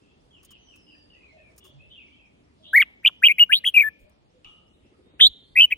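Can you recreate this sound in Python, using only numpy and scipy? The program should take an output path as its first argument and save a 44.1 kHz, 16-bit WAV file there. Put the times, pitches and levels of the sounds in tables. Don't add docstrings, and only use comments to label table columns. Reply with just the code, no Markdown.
import sys
import numpy as np
from scipy import signal
from scipy.io import wavfile
from scipy.ndimage import uniform_filter1d, minimum_filter1d

SR = 44100
rng = np.random.default_rng(int(sys.argv[2]) if len(sys.argv) > 2 else 0)


def generate_wav(sig):
    pcm = np.round(np.clip(np.atleast_2d(sig).T, -1, 1) * 32767).astype(np.int16)
    wavfile.write(sys.argv[1], SR, pcm)


def voltage_ratio(decibels):
    exponent = np.asarray(decibels, float) / 20
    return 10 ** exponent


N = 254456


def rms_one(x):
    return x / np.sqrt(np.mean(x ** 2) + 1e-20)


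def at_hz(points, hz):
    points = np.array(points)
    return np.interp(np.log(hz), np.log(points[:, 0]), points[:, 1])


def add(out, sound, start_s):
    i = round(start_s * SR)
    out[:, i:i + sound.shape[-1]] += sound[..., :N - i]


def drift(rate_hz, size):
    u = np.arange(size) * rate_hz * 2 / SR
    eased = u - np.sin(2 * np.pi * u) / (2 * np.pi)
    return np.interp(eased, np.arange(size), rng.standard_normal(size))


def band(x, low_hz, high_hz):
    return signal.sosfilt(signal.butter(2, [low_hz, high_hz], "band", fs=SR, output="sos"), x)


def coloured(points, alike, lead, patchy_db):
    out = 0
    white = rng.standard_normal((2, 2, N))
    for k, low_hz in enumerate(20 * 2 ** np.arange(0, 10, .5)):
        hz = low_hz * 2 ** .25
        mid, side = band(white[k % 2], low_hz, low_hz * 2 ** .5)
        c = np.clip(at_hz(alike, hz), 0, 1)
        left, right = np.sqrt(1 + c) * mid + np.sqrt(1 - c) * side * [[1], [-1]]
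        lag = round(at_hz(lead, hz) / (2 * np.pi * hz) * SR)
        level = voltage_ratio(at_hz(points, hz) + patchy_db * drift(4, N))
        out = out + level * np.array([left, np.roll(right, lag)])
    return rms_one(out)


def echoes(x, t60_s, alike):
    t = np.arange(int(.9 * SR)) / SR
    mid, side = rng.standard_normal((2, len(t))) * voltage_ratio(-60 * t / t60_s) * (t > .001)
    answer = alike * mid + (1 - alike) * side * [[1], [-1]]
    answer /= np.sqrt(np.mean(np.sum(answer ** 2, axis=1)))
    return signal.fftconvolve(x, answer, axes=1)[:, :N]


# freq_hz, level_db
PARTIALS = [(5000, -52.5), (7500, -50), (9500, -41), (12500, -37), (15000, -41)]
ATTACK_S, RELEASE_S, EDGE_DB = .007, .0079, -35
MID_HZ, LEFT_DB_PER_KHZ, BRIGHT_DB_PER_KHZ = 2600, -3, 4
HALF_PITCH_DB, HALF_DB_PER_KHZ = -51, 7
JITTER_HZ, HOARSE = 25, .15
OVERTONE_FUZZ, OVERTONE_BLUR_RAD = .97, .8
BEAK_WIDTH_HZ, BEAK_LOSS_DB = 1500, -1.5


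def note(rows, warble, turns, left_db, lead_us, bright_db, second_db, beak_hz, lift_db):
    first_hz, last_hz, swing_hz, depth = warble
    start_turns, ahead_turns = turns
    s, hz, level_db, effort = np.transpose(rows)
    t = np.arange(s[0] - ATTACK_S, s[-1] + RELEASE_S, 1 / SR)
    size = len(t)
    hz, level_db, effort = [np.interp(t, s, c) for c in (hz, level_db, np.clip(effort, 0, 1))]
    hz = uniform_filter1d(hz, size=90)
    high_khz = (hz - MID_HZ) / 1000
    bright_db = bright_db + BRIGHT_DB_PER_KHZ * high_khz
    second_db = second_db + 2 * BRIGHT_DB_PER_KHZ * high_khz

    rate_hz = np.linspace(first_hz, last_hz, size) * (1 + .03 * drift(60, size))
    shake = 2 * np.pi * (start_turns + np.cumsum(rate_hz) / SR)
    hz = hz + swing_hz * effort * np.sin(shake + 2 * np.pi * ahead_turns)
    hz = hz + (6 + JITTER_HZ * effort) * drift(300, size)
    throb = np.clip(depth, 0, 1) * effort
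    throbbing = 1 - throb + throb * np.cos(shake) + HOARSE * throb * drift(220, size)
    throbbing /= np.sqrt((1 - throb) ** 2 + throb ** 2 / 2)

    edge = np.maximum(0, np.maximum((s[0] - t) / ATTACK_S, (t - s[-1]) / RELEASE_S))
    level = voltage_ratio(uniform_filter1d(level_db + EDGE_DB * edge, size=130))
    level = level * np.clip(np.minimum(t - t[0], t[-1] - t) / .002, 0, 1)

    ear_lead_s = lead_us * 1e-6 * np.array([[.5], [-.5]])
    phase = 2 * np.pi * (np.cumsum(hz) / SR + hz * ear_lead_s)
    tone = np.sin(phase)
    tone += voltage_ratio(second_db) * np.sin(2 * phase + OVERTONE_BLUR_RAD * effort * drift(250, size))
    tone += voltage_ratio(HALF_PITCH_DB + HALF_DB_PER_KHZ * high_khz) * np.sin(phase / 2)
    tone *= level * throbbing

    for k in range(3, 9):
        flicker = .8 * drift(400, size) + .6 * drift(350, size) * [[1], [-1]]
        fuzz = 1 + OVERTONE_FUZZ * (.5 + .5 * effort) * flicker
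        beak_db = BEAK_LOSS_DB + lift_db * np.exp(-((k * hz - beak_hz) / BEAK_WIDTH_HZ) ** 2)
        gain = voltage_ratio(at_hz(PARTIALS, k * hz) + bright_db + beak_db) * (k * hz < .4 * SR)
        blur = OVERTONE_BLUR_RAD * (.12 + 1.3 * effort) * drift(900, size)
        tone += level ** .6 * gain * fuzz * np.sin(k * phase + blur)

    left_db = left_db + LEFT_DB_PER_KHZ * high_khz
    return tone * voltage_ratio(np.array([left_db / 2, -left_db / 2])), level ** .7 * voltage_ratio(bright_db)


CRACK_HALF_S, CRACK_EDGE_DB = .007, -10


def crack(mid_s, first_hz, last_hz, level_db):
    soft_db = level_db + CRACK_EDGE_DB
    return [(mid_s - CRACK_HALF_S, first_hz, soft_db, 1),
            (mid_s, (first_hz + last_hz) / 2, level_db, 1),
            (mid_s + CRACK_HALF_S, last_hz, soft_db, 1)]


# time_s, pitch_hz, level_db, effort_0to1
OPENING_NOTES = [
    [(2.735, 1553, -17.5, .03), (2.757, 1951, -7, 0), (2.768, 2300, -8, .07), (2.78, 2136, -5, 0),
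     (2.786, 1899, -8, 0), (2.797, 2240, -15, .12), (2.808, 2290, -4, 0), (2.817, 2008, -13, .05),
     (2.83, 1200, -35, 0)],
    [(3.049, 2557, -8.5, 0.89), (3.056, 2269, -13.0, 0.8), (3.063, 3001, -6.0, 0.77),
     (3.069, 2613, -10.5, 0.14), (3.075, 3553, -2.5, 0.9), (3.083, 2624, -13.5, 0.83)],
    [(3.224, 1446, -29.5, 0.0), (3.233, 1960, -18.5, 0.23), (3.24, 2548, -5.0, 0.3),
     (3.248, 2513, -6.5, 1.0), (3.256, 3057, -6.5, 0.24), (3.265, 3048, -8.5, 0.78),
     (3.274, 3008, -3.0, 0.2)],
    [(3.285, 2503, -7.0, 1.0), (3.291, 2263, -17.0, 0.74), (3.3, 2269, -14.0, 1.0),
     (3.31, 2274, -11.0, 0.8), (3.32, 2469, -9.5, 1.0)],
]
RUN_NOTES = [
    [(3.386, 2164, -14.0, 0.4), (3.396, 2582, -15.5, 0.89), (3.402, 2867, -9.5, 0.0),
     (3.415, 2906, -7.0, 0.01), (3.43, 2836, -9.0, 0.0), (3.438, 2958, -12.5, 0.12)],
    [(3.497, 1484, -26.0, 0.0), (3.513, 1774, -23, 0.13), (3.52, 2350, -15, 1), (3.53, 2775, -8.5, 1),
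     (3.537, 3016, -5, 0.85), (3.545, 3250, -11.0, 0.35), (3.562, 3620, -16, 0.97), (3.575, 3900, -23, 1.0),
     (3.588, 4200, -31, 0.76)],
    [(3.642, 1930, -30, .37), (3.648, 2280, -17, .71), (3.654, 3399, -24, .03), (3.662, 3162, -14, .33),
     (3.667, 3298, -12, .95), (3.678, 3209, -10, .4), (3.688, 3140, -13, .35), (3.702, 3150, -32, .5)],
    [(3.744, 2640, -14.0, 0.42), (3.76, 2742, -18.0, 0.81), (3.767, 2469, -9.0, 0.0),
     (3.784, 2318, -7.5, 0.11), (3.79, 2413, -10.5, 0.53), (3.803, 2514, -11.5, 0.64),
     (3.811, 2340, -9.5, 0.0), (3.82, 2209, -10.0, 0.0), (3.829, 2204, -10.0, 0.26)],
    [(3.837, 1745, -20, 0.0033), (3.887, 1750, -21.5, 0.0043)],
]
CLOSING_NOTES = [
    [(5.2, 1560, -28, .2), (5.206, 2070, -20, .4), (5.211, 3322, -2.01, 1), (5.225, 3415, -2.5, 1),
     (5.24, 3432, -4, .85), (5.258, 3581, -4.5, .8), (5.269, 3800, -7, .9), (5.281, 3950, -26, 1)],
    [(5.559, 1998, -22.0, 0.3), (5.57, 2363, -13.5, 0.97), (5.58, 2313, -10.5, 0.81),
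     (5.597, 2594, -6.5, 0.67), (5.61, 2845, -6.5, 0.81), (5.62, 2945, -8.5, 0.8),
     (5.632, 2836, -8.0, 0.82), (5.643, 2986, -7.5, 0.06), (5.654, 2901, -10.5, 0.0)],
    [(5.709, 2177, -25.0, 0.86), (5.716, 1963, -30.5, 0.59), (5.722, 2370, -14.0, 0.39),
     (5.728, 2561, -12.5, 0.53), (5.733, 2234, -12.5, 0.06)],
]
# start_rate_hz, end_rate_hz, pitch_swing_hz, throb_0to1 (both at full effort)
WARBLES = [(92, 108, 550, .87), (95, 130, 135, .7), (126, 84, 417, .25), (105, 107, 17, 1),
           (95, 94, 589, .63), (100, 90, 380, 1), (71, 107, 312, .56), (108, 76, 290, .35), (95, 95, 5, .1),
           (184, 190, 150, 1), (95, 89, 241, .26), (75, 101, 374, .41)]
WARBLE_TURNS = [(.67, .27), (.96, .19), (.3, .44), (.24, .56), (.34, .21), (.9, .51), (.48, .77), (0, .72),
                (.1, 0), (.74, .37), (.56, .27), (.03, .37)]
# head_left_db, left_lead_us, brightness_db, second_partial_db
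HEAD_POSES = [(0, 5, 4, -34), (0.5, 33, 0, -42.5), (1, 77, 3, -46.5), (2.5, 108, 2, -45.5),
              (2.5, 71, 1.5, -42), (3, 101, 0, -48), (3, 28, 0, -42), (4, 78, 1.5, -47), (3.5, 89, 1, -33),
              (1, 91, -6, -39), (1, 74, -2.5, -37), (1.5, 49, 0, -44)]
# centre_hz, lift_db
BEAK_LIFTS = [(12500, 4), (12000, 2), (14000, 4), (12000, 4), (14500, 10), (11000, 6), (9600, 9),
              (13800, 7), (12300, 6), (11000, 5), (9000, 8), (8000, 4)]
# share_0to1, delay_ms
ROOF_ECHOES = [(.1, 3.26), (.41, 1.717), (.55, 2.44), (.05, 2), (.62, 1.429), (.3, 2.415), (.4, 1.458),
               (.55, 2.46), (.05, 2), (.2, 2.21), (.68, 1.936), (.48, 2.396)]
# head_pose_index, mid_s, first_hz, last_hz, level_db
VOICE_CRACKS = [
    (1, 2.825, 3400, 2250, -10),
    (9, 5.205, 2600, 4000, -18),
    (2, 3.093, 1700, 900, -42),
    (1, 3.039, 1700, 2600, -46),
    (11, 5.714, 2900, 3000, -30),
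]
CRACK_WARBLE = (190, 190, 200, .7)
# freq_hz, level_db_per_hz
BREATH_HISS = [(4000, -16.5), (6500, -20), (8500, -9.5), (11000, -5.5), (13500, -20.5), (16000, -8)]
SINGER_DB, BREATH_DB = 1, -41
CAGE_DB, CAGE_T60_S = -18, .04
WALLS_DB, WALLS_T60_S = -35, .62
HAZE_DB, HAZE_HZ = -38, 1100


def singer():
    out, air = np.zeros((2, N)), np.zeros((2, N))
    poses = [(*pose, *beak) for pose, beak in zip(HEAD_POSES, BEAK_LIFTS)]
    curves = [*OPENING_NOTES, *RUN_NOTES, *CLOSING_NOTES]
    voices = list(zip(curves, WARBLES, WARBLE_TURNS, poses, ROOF_ECHOES))
    for index, *glide in VOICE_CRACKS:
        voices.append((crack(*glide), CRACK_WARBLE, (0, .05), poses[round(index)], (0, 0)))
    for rows, warble, turns, pose, (share, delay_ms) in voices:
        tone, escaping = note(rows, warble, turns, *pose)
        start_s = rows[0][0] - ATTACK_S
        add(out, tone, start_s)
        add(out, share * tone, start_s + delay_ms / 1000)
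        add(air, escaping, start_s)
    hiss = coloured([(2800, -70), *BREATH_HISS], [(100, .75), (200, .75)], [(100, 0), (200, 0)], patchy_db=3)
    out += voltage_ratio(BREATH_DB) * air * hiss
    cage = voltage_ratio(CAGE_DB) * echoes(out, CAGE_T60_S, alike=.69)
    walls = voltage_ratio(WALLS_DB) * echoes(out, WALLS_T60_S, alike=.24)
    return voltage_ratio(SINGER_DB) * (out + cage + walls) * (1 + voltage_ratio(HAZE_DB) * drift(HAZE_HZ, N))


# start_s, level_db, lasts_s, low_edge_hz
CAGE_SCUFFS = [
    (0.429, -56, .015, 150),
    (0.447, -50, .014, 2960),
    (0.506, -51, .018, 900),
    (0.757, -57.5, .014, 890),
    (1.561, -62.5, .018, 5000),
    (1.578, -47, .016, 2500),
    (1.639, -55.5, .045, 150),
    (3.989, -65, 0.054, 5980),
    (4.095, -63, 0.008, 300),
]
# freq_hz, width_hz, level_db
BAR_RINGS = [(300, 150, 8), (1096, 130, 11.5), (5300, 520, 0.5), (6700, 680, 2.5), (8970, 610, 3.5),
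             (14350, 1700, -1.5)]


def scuffs():
    out = np.zeros((2, N))
    for start_s, level_db, lasts_s, low_hz in CAGE_SCUFFS:
        u = np.linspace(0, 1, int(lasts_s * SR * 2))
        mid, side = rng.standard_normal((2, 5000))[:, :len(u)]
        grain = (mid + .5 * side * np.array([[1], [-1]])) * voltage_ratio(1.3 * drift(255, len(u)))
        grain = grain * np.minimum(u * 12, 1) * (1 - u) ** 2
        brush = .4 * grain
        for hz, width_hz, db in BAR_RINGS:
            brush = brush + voltage_ratio(db) * signal.lfilter(*signal.iirpeak(hz, hz / width_hz, fs=SR), grain)
        highpass = signal.butter(2, low_hz, "high", fs=SR, output="sos")
        add(out, voltage_ratio(level_db) * signal.sosfilt(highpass, brush), start_s)
    return out


# start_s, first_hz, level_db
FALLING_WHISTLES = [
    (0.304, 3294, -56.5),
    (.48, 3260, -54),
    (.668, 3185, -53.5),
    (.859, 3070, -55.5),
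    (1.09, 3020, -56),
]
# start_s, lasts_s, first_hz, last_hz, level_db
ANSWER_CALLS = [(1.19, .16, 2644, 2020, -57), (1.369, .166, 2630, 2150, -59.5), (.94, .05, 1740, 1900, -68),
                (1.363, .11, 1800, 1720, -69), (1.125, .13, 1875, 2290, -68), (1.6, .13, 3416, 3350, -60),
                (1.786, .085, 2500, 2750, -58), (1.894, .077, 3100, 3150, -52),
                (1.899, .066, 3650, 3115, -55), (1.95, .095, 2900, 2264, -50),
                (2.154, .17, 2720, 2150, -62), (2.03, .17, 2328, 2358, -62.5)]
# start_s, lasts_s, first_hz, last_hz, level_db
THIN_WHISTLES = [
    (.582, 0.19, 6230, 5290, -68),
    (.758, 0.2, 5270, 4900, -66.5),
    (.887, .19, 4950, 4680, -62.5),
    (1.05, .2, 4800, 4750, -78),
    (5.014, 0.21, 3650, 3900, -72),
    (5.348, 0.24, 3960, 4750, -67.5),
]
# start_s, lasts_s, pitch_hz, level_db
HOARSE_CHIRPS = [(0, .2, 2650, -72.5), (0, .2, 3250, -76.5), (1.238, .12, 4000, -76), (1.6, .09, 2850, -61),
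                 (2.1, .1, 3150, -64), (2.625, .11, 3317, -53.5), (2.64, .09, 3780, -56.5),
                 (2.635, .09, 2950, -56.5), (4.73, .03, 3800, -70), (4.83, .08, 2600, -74),
                 (4.92, .04, 1230, -68)]
# start_s, lasts_s, pitch_hz, level_db
DOVE_COOS = [(1.323, 0.096, 647, -55.5), (1.643, 0.089, 591, -62), (1.784, 0.095, 606, -65.5),
             (2.595, .125, 636, -63), (4.018, 0.13, 607, -61), (4.294, .13, 506, -64.5),
             (.748, .445, 304.5, -68), (1.574, .126, 386.6, -61), (1.63, 0.22, 142.8, -55),
             (4.106, .19, 143.7, -66)]
FALL_S, FALL_END_HZ = .105, 2450
CHIRP_RISE, COO_SAG = 1.04, .95
FALL_HUSK, ANSWER_HUSK, THIN_HUSK, CHIRP_HUSK, COO_HUSK = .65, .7, .22, .9, .77
PEEP_FIRST_S, PEEP_EVERY_S, PEEP_LASTS_S = .012, .1862, .03
PEEP_LOW_HZ, PEEP_HIGH_HZ, PEEP_DB, PEEP_HUSK = 4900, 6700, -75.5, .2


def far_calls():
    calls = [(s, FALL_S, hz, FALL_END_HZ, db, FALL_HUSK) for s, hz, db in FALLING_WHISTLES]
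    calls += [(*call, ANSWER_HUSK) for call in ANSWER_CALLS]
    calls += [(*call, THIN_HUSK) for call in THIN_WHISTLES]
    calls += [(s, lasts_s, hz, hz * CHIRP_RISE, db, CHIRP_HUSK) for s, lasts_s, hz, db in HOARSE_CHIRPS]
    calls += [(s, lasts_s, hz, hz * COO_SAG, db, COO_HUSK) for s, lasts_s, hz, db in DOVE_COOS]
    for s in PEEP_FIRST_S + PEEP_EVERY_S * np.arange(27):
        calls.append((s, PEEP_LASTS_S, PEEP_LOW_HZ, PEEP_HIGH_HZ, PEEP_DB, PEEP_HUSK))
    return calls


FAR_BEND, FAR_PEAK, FAR_SWELL = 1.35, .8, .8


def far_birds():
    out = np.zeros((1, N))
    for start_s, lasts_s, first_hz, last_hz, level_db, husk in far_calls():
        u = np.linspace(0, 1, int(lasts_s * SR))
        hz = first_hz + (last_hz - first_hz) * u ** FAR_BEND
        hz = hz * (1 + .04 * husk * drift(120, len(u)))
        swell = np.sin(np.pi * u ** FAR_PEAK) ** FAR_SWELL
        swell = swell * (1 + husk * drift(first_hz / 20, len(u)))
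        add(out, voltage_ratio(level_db) * swell * np.sin(2 * np.pi * np.cumsum(hz) / SR), start_s)
    return out


# freq_hz, level_db, t60_s
KNOCK_MODES = [(850, -13, .08), (1100, -12, .05), (1250, -8, .4), (2350, -12, .2), (2500, -10, .2),
               (2700, -9, .2), (2900, 0, .5), (3100, -9, .2), (3300, -10, .22), (3550, -12, .15)]
KNOCK_S, KNOCK_DB, CRACK_DB, CRACK_T60_S = 4.446, -46, -5, .01106


def metal_knock():
    out = np.zeros((1, N))
    t = np.arange(SR) / SR
    struck = band(rng.standard_normal(SR), 800, 9000) * voltage_ratio(CRACK_DB - 60 * t / CRACK_T60_S)
    for hz, db, t60_s in KNOCK_MODES:
        struck += voltage_ratio(db - 60 * t / t60_s) * (.3 + drift(110, SR)) * np.sin(2 * np.pi * hz * t)
    add(out, voltage_ratio(KNOCK_DB) * struck, KNOCK_S)
    return out


FAR_LAG_S, FAR_T60_S, FAR_WET_DB = .0004, .6, .1


def far_yard():
    mono = (far_birds() + metal_knock())[0]
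    out = np.array([mono, np.roll(mono, round(FAR_LAG_S * SR))])
    return out + voltage_ratio(FAR_WET_DB) * echoes(out, FAR_T60_S, alike=.23)


FLUTTER_S = (4.55, 5.05, 5.7)
FLUTTER_RATE_HZ, FLUTTER_HZ, FLUTTER_DB = 14, 290, -55.5


def flutter():
    t = np.arange(N) / SR
    beats = np.interp(t, FLUTTER_S, [0, 1, 0]) * np.cos(np.pi * FLUTTER_RATE_HZ * t) ** 6
    soft = rms_one(band(rng.standard_normal(N), FLUTTER_HZ / 2 ** .5, FLUTTER_HZ * 2 ** .5))
    return voltage_ratio(FLUTTER_DB) * beats * soft


# start_s, level_db
WIND_PUFFS = [
    (4.0, -52),
    (4.45, -55),
    (4.8, -58),
    (5.27, -51),
    (5.5, -54),
    (5.6, -50),
    (5.72, -54),
]


def gusts():
    t = np.arange(N) / SR
    wind = rms_one(band(np.array([[1, .5], [1, -.5]]) @ rng.standard_normal((2, N)), 25, 80))
    puffs = sum(voltage_ratio(db) * np.exp(-((t - s - .03) / .025) ** 2) for s, db in WIND_PUFFS)
    return puffs * wind


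# freq_hz, level_db_per_hz
YARD_SPECTRUM = [(13, -37), (22, -22), (59, -1), (112, -7.5), (356, -7.5), (510, -23), (569, -4.5),
                 (618, -16.5),
                 (1070, -22.5), (1270, -22.5), (1620, -30.5), (2670, -23.5), (7190, -40), (8720, -40),
             (16000, -66)]
# freq_hz, left_right_likeness_0to1
YARD_LIKENESS = [(30, .45), (60, .7), (150, .9), (300, .75), (600, .6), (1500, .3), (5000, .2), (15000, .5)]
# freq_hz, left_lead_rad
YARD_LEFT_LEAD = [(30, 0), (150, .3), (300, 1.3), (600, 2.1), (1200, 3.1), (2500, 4.1), (6000, 0)]
YARD_DB = -60


def traffic_and_leaves():
    spectrum = YARD_SPECTRUM
    return voltage_ratio(YARD_DB) * coloured(spectrum, YARD_LIKENESS, YARD_LEFT_LEAD, patchy_db=2.25)


def scene():
    return singer() + scuffs() + far_yard() + flutter() + gusts() + traffic_and_leaves()


GATE_FROM_HZ, TOP_HZ = 4400, 15900
GATE_FLOOR_DB, GATE_UNDER_DB, GATE_LUCK_DB = -112, -47, 8


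def gate(x):
    hz, _, z = signal.stft(x, SR, nperseg=1024)
    bins, frames = z.shape[1:]
    power = uniform_filter1d(np.mean(np.abs(z) ** 2, axis=0), size=8, axis=0)
    level_db = 10 * np.log10(power + 1e-20)
    chance = rng.standard_normal((bins // 8 + 1, frames // 3 + 1))
    luck = np.kron(chance, np.ones((8, 3)))[:bins, :frames]
    bar_db = np.maximum(GATE_FLOOR_DB, level_db.max(axis=0) + GATE_UNDER_DB)
    keep = np.clip((level_db + GATE_LUCK_DB * luck - bar_db) / 3, 0, 1)
    keep[hz < GATE_FROM_HZ] = 1
    keep[hz > TOP_HZ] = 0
    return signal.istft(z * keep, SR, nperseg=1024)[1][:, :N]


def band_limit(x):
    return signal.sosfilt(signal.butter(12, 16480, fs=SR, output="sos"), x)


DUCK_DB, DUCK_S = 1.5, .44


def record(dry):
    r = np.exp(-1 / (DUCK_S * SR))
    loud = signal.lfilter([1 - r], [1, -r], np.abs(dry).max(axis=0))
    ducked = dry * voltage_ratio(-DUCK_DB * np.tanh(loud / .03))
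    room = np.minimum(1, .88 / (np.abs(ducked).max(axis=0) + 1e-9))
    limit = uniform_filter1d(minimum_filter1d(room, size=200), size=200)
    return band_limit(gate(ducked * limit))


dry = scene()
out = record(dry)
generate_wav(out)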